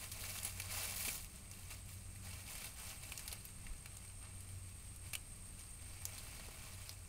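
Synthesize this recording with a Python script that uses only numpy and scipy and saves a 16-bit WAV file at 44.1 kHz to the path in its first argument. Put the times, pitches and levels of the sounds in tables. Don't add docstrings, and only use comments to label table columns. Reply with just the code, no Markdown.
import sys
import numpy as np
from scipy import signal
from scipy.fft import rfft, irfft
from scipy.io import wavfile

SR = 44100
rng = np.random.default_rng(int(sys.argv[2]) if len(sys.argv) > 2 else 0)


def dump_mix(stems):
    frames = np.atleast_2d(stems).T
    limited = np.clip(frames, -1, 1)
    pcm = np.round(limited * 32767).astype(np.int16)
    wavfile.write(sys.argv[1], SR, pcm)


N = 312228
TIME = np.arange(N) / SR
STEM_HZ = 2500


def amp(db):
    return 10 ** (np.asarray(db) / 20)


def unit(x):
    return x / np.sqrt(np.mean(x ** 2) + 1e-20)


def curve(rows):
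    return np.interp(TIME, *np.transpose(rows))


def spectrum(points, hz):
    points_hz, db = np.transpose(points)
    return np.interp(np.log(hz + 1), np.log(points_hz), db)


def bins(x):
    return np.fft.rfftfreq(len(x), 1 / SR)


def colour(x, db):
    cepstrum = irfft(db * np.log(10) / 20, len(x))
    cepstrum[1:len(x) // 2] *= 2
    cepstrum[len(x) // 2 + 1:] = 0
    return irfft(rfft(x) * np.exp(rfft(cepstrum)), len(x))


def ring(x, hz, width_hz):
    radius = np.exp(-np.pi * width_hz / SR)
    return signal.lfilter([1 - radius], [1, -radius * np.exp(2j * np.pi * hz / SR)], x).real


def drift(rate_hz):
    lowpass = np.exp(-(bins(TIME) / rate_hz) ** 2)
    return unit(irfft(rfft(rng.standard_normal(N)) * lowpass, N))


def treble_octaves(hz):
    return np.log2(np.maximum(hz, 1500) / 3500)


def add(mix, start_s, sound):
    part = mix[round(start_s * SR):][:len(sound)]
    part += sound[:len(part)]


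def push(t, start_s, length_s, attack_s=0.048, settle_s=0.054):
    rise = np.clip((t - start_s) / attack_s, 0, 1)
    return rise * np.exp(-np.maximum(t - start_s - length_s, 0) / settle_s)


def leaf_motion(t, stir_db=-65.5, stir_db_per_oct=0.5):
    # start in seconds, time in motion in seconds, relative level in dB, slope in dB/octave.
    pushes = [(-.04, 0.074, -50, 0.4), (.11, 0.1, -51, -0.3), (.18, .21, -48.5, 0.8),
              (.41, 0.058, -45.5, 0.9), (.53, 0.19, -52, 0), (.675, 0.24, -44, 0.4),
              (.93, 0.22, -46.5, 2.5), (1.12, 0.027, -65, -17), (1.318, 0.041, -58, 0.5),
              (1.5, 0.15, -59.5, 1), (1.66, 0.073, -54.5, -0.5), (1.86, 0.063, -58.5, 3),
              (2.21, .21, -55.5, -.3), (2.44, .23, -51.5, 0), (2.74, 0.18, -51.5, -0.4),
              (2.981, .37, -55.5, -0.5), (3.42, 0.022, -56.5, 0.5), (3.59, 0.12, -64, -3),
              (3.79, .26, -65, -2.5), (4.19, 0.083, -62.5, -6.5), (4.46, 0.036, -64, 2),
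              (5.02, .05, -57.5, -.2), (5.55, .06, -61.5, 0), (5.77, .25, -60.5, -1),
              (6.04, 0.6, -56, -1.1), (6.6, 0.31, -57.5, -0.5)]
    stir = np.full(len(t), amp(stir_db))
    gains = [amp(db) * push(t, start_s, length_s) for start_s, length_s, db, _ in pushes]
    powers = np.array([stir] + gains) ** 2
    slopes = np.array([stir_db_per_oct] + [slope for *_, slope in pushes])
    return np.sqrt(powers.sum(0)), slopes @ powers / powers.sum(0)


def rustle(ticks_per_s=2000, spread_db=3.5, pitched_db=6, rub_db=-1, clump_db=1, gain_db=-3):
    # frequency in Hz, gain of a rubbing leaf in dB.
    leaf_eq = [(100, -13), (250, 5.5), (400, -7), (560, 4), (800, 0.5), (1600, -0.5), (2800, 1.5),
               (5500, 0), (10000, 0), (12000, -1.5), (16000, 1.5)]
    ticks = rng.random(N) < ticks_per_s / SR
    ticks = ticks * amp(spread_db * np.minimum(rng.exponential(1, N), 4))
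    pitches_hz, t = np.geomspace(1000, 15000, 90), TIME[:512]
    leaf = rng.integers(0, len(pitches_hz), N)
    crackle = np.zeros(N)
    for k, hz in enumerate(pitches_hz):
        flutter = unit(rng.standard_normal(len(t)) * np.exp(-t / 0.0015))
        tone = unit(ring(flutter, hz, 300 + hz / 12)) * np.sqrt(hz / pitches_hz.mean())
        crackle += signal.oaconvolve(ticks * (leaf == k), flutter + amp(pitched_db) * tone)[:N]
    rub = amp(rub_db) * rng.standard_normal(N)
    leaves = (unit(crackle) + rub) * amp(clump_db * drift(rate_hz=50))
    hz, frame_s, frames = signal.stft(unit(leaves), SR, nperseg=512)
    gain, db_per_oct = leaf_motion(frame_s)
    eq_db = spectrum(leaf_eq, hz)[:, None] + treble_octaves(hz)[:, None] * db_per_oct
    shaped = signal.istft(frames * amp(eq_db), SR, nperseg=512)[1][:N]
    return shaped * np.interp(TIME, frame_s, gain) * amp(gain_db)


def air(level_db=-55.5, swell_db=0.64):
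    # frequency in Hz, relative spectral density in dB.
    still_air = [(10, -3), (30, 0), (58, 1.5), (80, -1.5), (115, -5), (150, -9.5), (220, -16), (400, -23.5),
                 (700, -31), (1500, -30.5), (5000, -34.5), (10000, -30.5), (15000, -44)]
    # peak time in seconds, level in dB, Gaussian width in seconds.
    gusts = [(1.417, -63, 0.033), (3.706, -47, 0.037)]
    wash = unit(colour(rng.standard_normal(N), spectrum(still_air, bins(TIME))))
    wash *= amp(level_db + swell_db * drift(rate_hz=3.8))
    gust_gain = sum(amp(db) * np.exp(-((TIME - at_s) / width_s) ** 2 / 2) for at_s, db, width_s in gusts)
    gust_band = signal.butter(2, [22, 42], "band", fs=SR, output="sos")
    buffet = unit(signal.sosfilt(gust_band, rng.standard_normal(N)))
    return wash + gust_gain * buffet


def engine(firing_hz=93.26, waver=0.00586, trim_db=-0.03, octave_db=-68.0, octave_db_per_s=-1.68):
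    # time in seconds, level of the fundamental before trim in dB.
    swells = [(0.0, -58), (0.72, -54.0), (1.38, -66.5), (1.5, -60), (1.98, -54.5), (2.1, -59.5),
              (2.28, -53.5), (2.64, -67.5), (4.14, -59.5), (4.62, -51.5), (4.92, -61), (5.04, -55),
              (5.7, -71), (5.82, -57.5), (6.06, -54.5), (6.36, -69), (6.84, -56), (7.08, -61)]
    phase = 2 * np.pi * np.cumsum(firing_hz * (1 + waver * drift(rate_hz=5.84))) / SR
    fundamental = amp(curve(swells) + trim_db) * np.sin(phase)
    flutter = 1 + .45 * drift(rate_hz=8)
    octave = amp(octave_db + octave_db_per_s * TIME) * flutter * np.sin(2 * phase)
    return np.sqrt(2) * (fundamental + octave)


def wing(hz, width_hz):
    return unit(ring(ring(rng.standard_normal(N), hz, width_hz), hz, width_hz))


def insects(chorus_db=-66.5, throb_db=1.6, chirp_gain_db=-4.5, period_s=.1376, depth=0.52, uneven_db=1):
    # time in seconds, relative level of the near insect in dB.
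    chirper = [(2.18, -88), (2.28, -61.5), (3.5, -63), (4.3, -59.5), (4.75, -62), (5.5, -57.5), (6.27, -61),
               (6.36, -90)]
    chorus = unit(wing(8416, 510) + amp(-11) * wing(8480, 35))
    chorus *= amp(chorus_db + throb_db * drift(rate_hz=71))
    beat = np.cos(np.pi * (TIME - 2.29) / period_s) ** 2
    voice = unit(wing(8735, 250) + amp(-3.5) * wing(8490, 220))
    voice_db = curve(chirper) + chirp_gain_db + uneven_db * drift(rate_hz=8.5)
    return chorus + voice * (1 - depth + depth * beat) * amp(voice_db)


def nibbles(count=22, relative_db=-55, tear_s=.004, ring_db=-4, top_hz=10000):
    return [(when * TIME[-1], relative_db, tear_s, STEM_HZ * (top_hz / STEM_HZ) ** thinness, ring_db)
            for when, _, thinness in rng.random((count, 3))]


def snaps(fibre_db=6, stem_q=4.6, usual_db_per_oct=1.27, attack_s=0.000061, gain_db=-3):
    # start in seconds, relative level in dB, tear time in seconds, ring in Hz,
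    # ring over crack in dB.
    breaks = [ (.116, -42, 0.016, 5500, -16), (.238, -44.5, 0.006, 2250, 3), (.388, -42, 0.0032, 3420, 11),
              (.431, -37, 0.0037, 9570, -5), (.449, -33, 0.0063, 9600, 2), (.5996, -35, .0037, 2770, -5.5),
              (.6194, -39, 0.0022, 4700, 3), (0.962, -41, 0.011, 4360, -14),
              (1.051, -39.5, 0.014, 3070, -8), (1.0827, -36, 0.0067, 2470, 1),
              (1.2456, -39.5, 0.0014, 6700, -3), (1.513, -46, 0.0054, 6850, 0),
              (1.705, -48, .018, 2500, -10.5), (1.89, -51.5, 0.004, 2410, -7),
              (2.159, -53.5, 0.0036, 2400, 2), (2.552, -46.5, 0.0097, 2500, -14),
              (2.643, -43, .007, 2410, -14), (3.034, -47, 0.0053, 2490, -15),
              (3.1203, -38, 0.0033, 2480, 3), (3.1765, -37.5, 0.0035, 6700, 4),
              (3.1932, -43, .0044, 2450, -15), (3.2779, -37.5, 0.0059, 4190, -11),
              (3.3149, -46, .0096, 3830, 8), (3.3268, -38.5, 0.0058, 2700, -19),
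              (3.4516, -42.5, .0051, 13460, 23), (3.6661, -48, 0.0045, 2240, 8),
              (3.8587, -44.5, 0.0035, 2560, -5), (3.9693, -44, 0.0028, 7300, 2),
              (4.049, -52.5, .005, 2530, -17), (4.4054, -48.5, .006, 10000, -17),
              (4.9615, -49, .004, 10500, -6), (5.133, -36.5, 0.0067, 2600, -7.5),
              (5.1523, -32, 0.0036, 3300, -4), (5.592, -53, 0.0073, 6810, -2),
              (6.0533, -28, 0.0021, 7060, -7), (6.1794, -46, 0.013, 4600, -7), (6.397, -51, .0088, 745, -6),
              (6.8932, -37, 0.0022, 5130, 11.5)]
    # frequency in Hz, gain in dB. Stems are too thin to give much bass.
    crack_eq = [(100, -8), (300, -11), (900, 2.5), (2400, 4), (6000, 2.5), (11000, 3), (16000, -3.5)]
    out, t = np.zeros(N), TIME[:4096]
    for start_s, db, tear_s, hz, ring_db in breaks + nibbles():
        db_per_oct = usual_db_per_oct + 3 * np.log2(hz / STEM_HZ)
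        noise, size = rng.standard_normal((2, len(t)))
        envelope = np.exp(-(t / tear_s) ** 1.27) * (1 - np.exp(-t / attack_s))
        fibres = np.tanh(noise) * amp(fibre_db * np.clip(size, -1, 1)) * envelope
        crack = colour(fibres, db_per_oct * treble_octaves(bins(t)) + spectrum(crack_eq, bins(t)))
        snap = unit(crack) + amp(ring_db) * unit(ring(fibres, hz, hz / stem_q))
        add(out, start_s, amp(db + gain_db) * unit(snap) * np.sqrt(np.mean(envelope ** 2)))
    return out


def knocks(decay_s=0.0029):
    # start in seconds, level in dB, pitch in Hz.
    blows = [(1.076, -50.5, 236), (3.323, -56.5, 298), (6.485, -58, 364)]
    out, t = np.zeros(N), TIME[:2048]
    envelope = t / decay_s * np.exp(1 - t / decay_s)
    for start_s, db, hz in blows:
        body = unit(ring(rng.standard_normal(len(t)), hz, hz / 2))
        add(out, start_s, amp(db) * envelope * body)
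    return out


def thicket(x, t60_s=0.08, wet_db=-9, predelay_s=.002):
    t = TIME[:SR // 4]
    tail = rng.standard_normal(len(t)) * amp(-60 * t / t60_s) * (t > predelay_s)
    return x + amp(wet_db) * signal.oaconvolve(x, tail / np.linalg.norm(tail))[:N]


def scene():
    goat = thicket(rustle() + snaps() + knocks())
    return (goat + insects() + engine() + air())[None]


def record(dry):
    # centre in Hz, width in Hz, boost in dB.
    port = [(724, 270, 5), (1170, 260, 5), (2410, 820, 6), (4550, 1170, 4), (6700, 1200, 2.5),
            (9690, 3300, 4.5)]
    port_db = sum(db * np.exp(-2 * ((bins(TIME) - hz) / width_hz) ** 2) for hz, width_hz, db in port)
    lowpass = signal.firwin(511, cutoff=15700, window=("kaiser", 9), fs=SR)
    return signal.oaconvolve(colour(dry[0], port_db), lowpass, "same")[None]


dry = scene()
out = record(dry)
dump_mix(out)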